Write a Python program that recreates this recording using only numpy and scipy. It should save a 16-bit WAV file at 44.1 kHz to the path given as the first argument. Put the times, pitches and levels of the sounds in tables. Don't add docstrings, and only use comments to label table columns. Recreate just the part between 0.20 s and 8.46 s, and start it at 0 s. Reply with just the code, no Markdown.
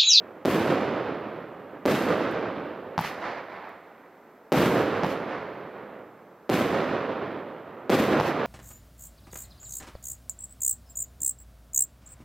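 import sys
import numpy as np
from scipy import signal
from scipy.fft import rfft, irfft, next_fast_len
from scipy.io import wavfile
from scipy.ndimage import uniform_filter1d, minimum_filter1d

SR = 44100
rng = np.random.default_rng(int(sys.argv[2]) if len(sys.argv) > 2 else 0)


def persist_wave(psi):
    counts = np.round(np.clip(psi, -1, 1) * 32767).astype(np.int16)
    wavfile.write(sys.argv[1], SR, np.atleast_2d(counts).T)


N = 364266
TAIL = int(2.6 * SR)
WAVE_SIZE = 4096

# (f/Hz, level/dB)
MICROPHONE_DIFFERENCE = [(200, -32), (2200, -19), (3500, -21.5), (5200, -4), (8000, 1.5), (10000, -3),
                         (11500, -20)]


def undb(db):
    return 10 ** (np.asarray(db) / 20)


def rfft_hz(size):
    return np.arange(size // 2 + 1) * SR / size


def gains(colour, size):
    hz, db = np.transpose(colour)
    bin_db = np.interp(np.log(rfft_hz(size) + 1), np.log(hz), db)
    return undb(bin_db)


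def tint(x, colour):
    size = next_fast_len(len(x))
    spectrum = rfft(x, size) * gains(colour, size)
    return irfft(spectrum, size)[:len(x)]


def unit(x):
    return x / np.std(x)


def lowpass(x, hz, order=2):
    sos = signal.butter(order, min(hz, .45 * SR), fs=SR, output="sos")
    return signal.sosfilt(sos, x)


def add(out, x, s):
    start = int(round(s * SR))
    lo = max(start, 0)
    hi = min(start + x.shape[-1], out.shape[-1])
    if hi > lo:
        out[..., lo:hi] += x[..., lo - start:hi - start]


def lean(pair, share):
    # (f/Hz, level/dB)
    right_lead = [(60, -.3), (130, .7), (260, 3), (550, 3.8), (1200, 3.3), (2500, 1.8), (5000, 2.2),
                  (9000, .4)]
    tipped = []
    for x, sign in zip(pair, (-1, 1)):
        colour = [(hz, sign * share * db / 2) for hz, db in right_lead]
        tipped.append(tint(x, colour))
    return np.array(tipped)


def night():
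    # (f/Hz, level/dB)
    hiss_colour = [(25, -32), (90, -17), (200, -1.5), (480, 1.5), (1400, -8), (3000, -26), (6000, -35),
                   (11000, -40.5), (12000, -29), (15500, -36)]
    level_db = -53.5
    mid = unit(tint(rng.standard_normal(N), hiss_colour))
    side = unit(tint(rng.standard_normal(N), hiss_colour))
    side = tint(side, MICROPHONE_DIFFERENCE)
    return undb(level_db) * lean([mid + side, mid - side], share=.3)


def ticks(fade_s=.0008):
    # (t/s, level/dB)
    tick_times = [(2.1130, -41), (2.1245, -43), (2.7990, -31), (2.8112, -24), (3.492, -49), (4.8670, -37)]
    out = np.zeros(N)
    t = np.arange(WAVE_SIZE) / SR
    for s, db in tick_times:
        thin_noise = np.diff(rng.standard_normal(WAVE_SIZE + 1))
        snap = thin_noise * np.exp(-t / fade_s)
        add(out, undb(db) * snap / 2, s)
    return out


def shock(colour):
    cepstrum = irfft(np.log(gains(colour, WAVE_SIZE)))
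    cepstrum[1:WAVE_SIZE // 2] *= 2
    cepstrum[WAVE_SIZE // 2 + 1:] = 0
    wave = irfft(np.exp(rfft(cepstrum)))
    return -wave / np.abs(wave).max()


def swing(x, turn_hz):
    g = np.tan(np.pi * turn_hz / SR)
    pole = (1 - g) / (1 + g)
    return signal.lfilter([pole, -1], [1, -pole], x)


def tube(wave):
    # (f/Hz, width/Hz, level/dB)
    resonances = [(147.7, 47, 7.5), (864, 260, -9)]
    ringing = wave.copy()
    for hz, width_hz, db in resonances:
        b, a = signal.iirpeak(hz, hz / width_hz, fs=SR)
        ringing += undb(db) * signal.lfilter(b, a, wave)
    return ringing


def reflect(wave, paths):
    out = np.zeros(TAIL)
    for delay_s, db, edge_hz in paths:
        add(out, undb(db) * lowpass(wave, edge_hz), delay_s)
    return out


def wander(per_s):
    t = np.arange(TAIL) / SR
    return np.interp(t * per_s, np.arange(TAIL), rng.standard_normal(TAIL))


def scatter(colour, lumpy_db, lumps_per_s, surge_db=1.14, surges_per_s=22):
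    level_db = lumpy_db * wander(lumps_per_s) + surge_db * wander(surges_per_s)
    strength = undb(level_db)
    mid = unit(tint(strength * rng.standard_normal(TAIL), colour))
    side = unit(tint(strength * rng.standard_normal(TAIL), colour))
    side = tint(side, MICROPHONE_DIFFERENCE)
    return np.array([mid + side, mid - side])


def air(x, loss_db=14, knee_hz=5000, power=2.2):
    hz, s, frames = signal.stft(x, SR, nperseg=WAVE_SIZE // 8)
    lost_db = loss_db * np.outer((hz / knee_hz) ** power, s)
    return signal.istft(frames * undb(-lost_db), SR)[1][:, :TAIL]


def swell(db, rise_s, hold_s, fade_db_per_s):
    t = np.arange(TAIL) / SR
    rise = np.sqrt(np.minimum(t / rise_s, 1))
    fading_s = np.maximum(t - rise_s - hold_s, 0)
    return rise * undb(db - fade_db_per_s * fading_s)


def with_echoes(diffuse, echoes, linger=1.9):
    t = np.arange(TAIL) / SR
    power = diffuse ** 2
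    for delay_s, db, spread_s in echoes:
        width_s = np.where(t < delay_s, spread_s, linger * spread_s)
        echo = undb(db) * np.exp(-((t - delay_s) / width_s) ** 2 / 2)
        power = power + echo ** 2
    return np.sqrt(power)


def bang(event, direct, splash_colour, roll_colour, splash_gain, roll_gain, rightward, bass_hz=330):
    _, blast_db, splash_db, roll_db, bass_db = event
    boom_s = .34
    t = np.arange(TAIL) / SR
    splash = splash_gain * scatter(splash_colour, lumpy_db=2.0, lumps_per_s=900)
    roll = roll_gain * air(scatter(roll_colour, lumpy_db=1.4, lumps_per_s=600))
    boom_fade = np.sqrt(np.maximum(1 - (t / boom_s) ** 2, 0))
    boom = (undb(bass_db) - 1) * boom_fade * lowpass(roll, bass_hz, order=1)
    near = undb(blast_db) * direct + undb(splash_db) * splash + boom
    far = undb(roll_db) * roll
    return lean(near, rightward) + lean(far, 0.95)


def lifts():
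    # (t/s, blast level/dB, splash level/dB, roll level/dB, extra bass level/dB)
    pops = [(2.7791, 4.5, 1.5, .5, 1), (4.8346, -1, -4, -4.5, 0), (7.9997, 1.5, -1, 0, 0)]
    # (delay t/s, level/dB, treble edge f/Hz)
    paths = [(0, 3, 8000), (0.0114, 4.5, 3500), (0.029, -1, 600), (.0685, -9, 5010)]
    # (f/Hz, level/dB)
    wave_colour = [(25, -19), (60, -5), (130, 0.5), (220, 2), (400, -13), (850, 8), (1500, -4), (3000, -18),
                   (5500, -16), (8000, -40), (15000, -50)]
    splash_colour = [(25, -28), (130, -2), (400, -5), (900, -1), (2000, 0), (3500, -9.5), (5500, -15),
                     (8000, -27), (11000, -26), (12500, -20.5), (15500, -33)]
    roll_colour = [(25, -35), (110, -15), (400, -4.5), (750, 0.5), (1500, -5.5), (2000, -5.5),
                   (2900, -17.5), (4500, -22), (8000, -38), (15000, -26)]
    # (delay t/s, level/dB, spread t/s)
    trees = [(.072, -36, .014)]
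    houses = [(.29, -32.5, .052), (.56, -42, .1)]
    out = np.zeros((2, N))
    wave = tube(swing(shock(wave_colour), turn_hz=970))
    blast = undb(-15) * reflect(wave, paths)
    splash = with_echoes(swell(db=-35, rise_s=.004, hold_s=.005, fade_db_per_s=100), trees)
    roll = with_echoes(swell(db=-40.5, rise_s=.07, hold_s=.15, fade_db_per_s=17), houses)
    for event in pops:
        pop = bang(event, blast, splash_colour, roll_colour, splash, roll, rightward=0.57)
        add(out, pop, event[0])
    return out


def bursts():
    # (t/s, blast level/dB, splash level/dB, roll level/dB, extra bass level/dB)
    shells = [(-1.27, 0, 0, -2.5, 0), (.2511, -.8, -2.2, 0, 5), (1.6548, .2, -.9, 0, 2.5),
              (4.3203, 4, 3.6, .3, 8), (6.2937, -.3, -2.6, 0, 1.5), (7.6957, 1.5, 1.5, 1.5, 5.5)]
    # (delay t/s, level/dB, treble edge f/Hz)
    paths = [(0, 0, 5000), (.0051, 2.5, 15500), (.0086, -6, 900), (.0152, -6, 900), (0.0229, -4.5, 1010),
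             (.0308, 0.5, 1200), (.0390, -8, 7000)]
    # (f/Hz, level/dB)
    wave_colour = [(25, -33), (60, -23), (120, -10.5), (200, -2), (330, 5), (550, 2), (900, -8),
                   (2000, -20.5), (5000, -26.5), (9000, -38), (13000, -31), (15500, -38)]
    splash_colour = [(25, -31), (60, -20.5), (150, -2), (280, 2), (550, -3.5), (850, -10.5), (1800, -13.5),
                     (3800, -23.5), (6500, -34.5), (10800, -40), (12200, -32), (15500, -43)]
    roll_colour = [(25, -45), (60, -24), (100, -10.5), (170, -4), (300, -0.33), (520, 1), (850, -7.5),
                   (1200, -7.5), (2000, -15), (4000, -25.5), (7000, -37.5), (10800, -38), (12200, -29),
                   (15500, -53)]
    # (delay t/s, level/dB, spread t/s)
    trees = [(.052, -22, .009), (.097, -25, .007)]
    houses = [(.03, -26, .006), (.135, -31, .022), (.258, -26.5, .021), (1.32, -43.5, .09)]
    out = np.zeros((2, N))
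    wave = swing(shock(wave_colour), turn_hz=600)
    blast = undb(-12.5) * reflect(wave, paths)
    splash = with_echoes(swell(db=-25, rise_s=.012, hold_s=.1, fade_db_per_s=70), trees)
    roll = with_echoes(swell(db=-26.1, rise_s=.28, hold_s=.125, fade_db_per_s=20.5), houses)
    for event in shells:
        burst = bang(event, blast, splash_colour, roll_colour, splash, roll, rightward=0.28)
        add(out, burst, event[0])
    return out


def scene():
    return night() + ticks() + lifts() + bursts()


def limiter(x, ceiling_db=-10.0, recover_db=120, ahead_s=0.0026):
    over_db = np.maximum(20 * np.log10(np.abs(x) + 1e-9) - ceiling_db, 0)
    ramp_db = recover_db * np.arange(N) / SR
    duck_db = np.maximum.accumulate(over_db + ramp_db) - ramp_db
    span = 2 * int(ahead_s * SR) + 1
    gain = minimum_filter1d(undb(-duck_db), span)
    return x * uniform_filter1d(gain, span)


def record(dry):
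    top_hz = 15800
    limited = np.array([limiter(x) for x in dry])
    top_cut = signal.ellip(10, .2, 80, top_hz, fs=SR, output="sos")
    return signal.sosfilt(top_cut, limited)


dry = scene()
out = record(dry)
persist_wave(out)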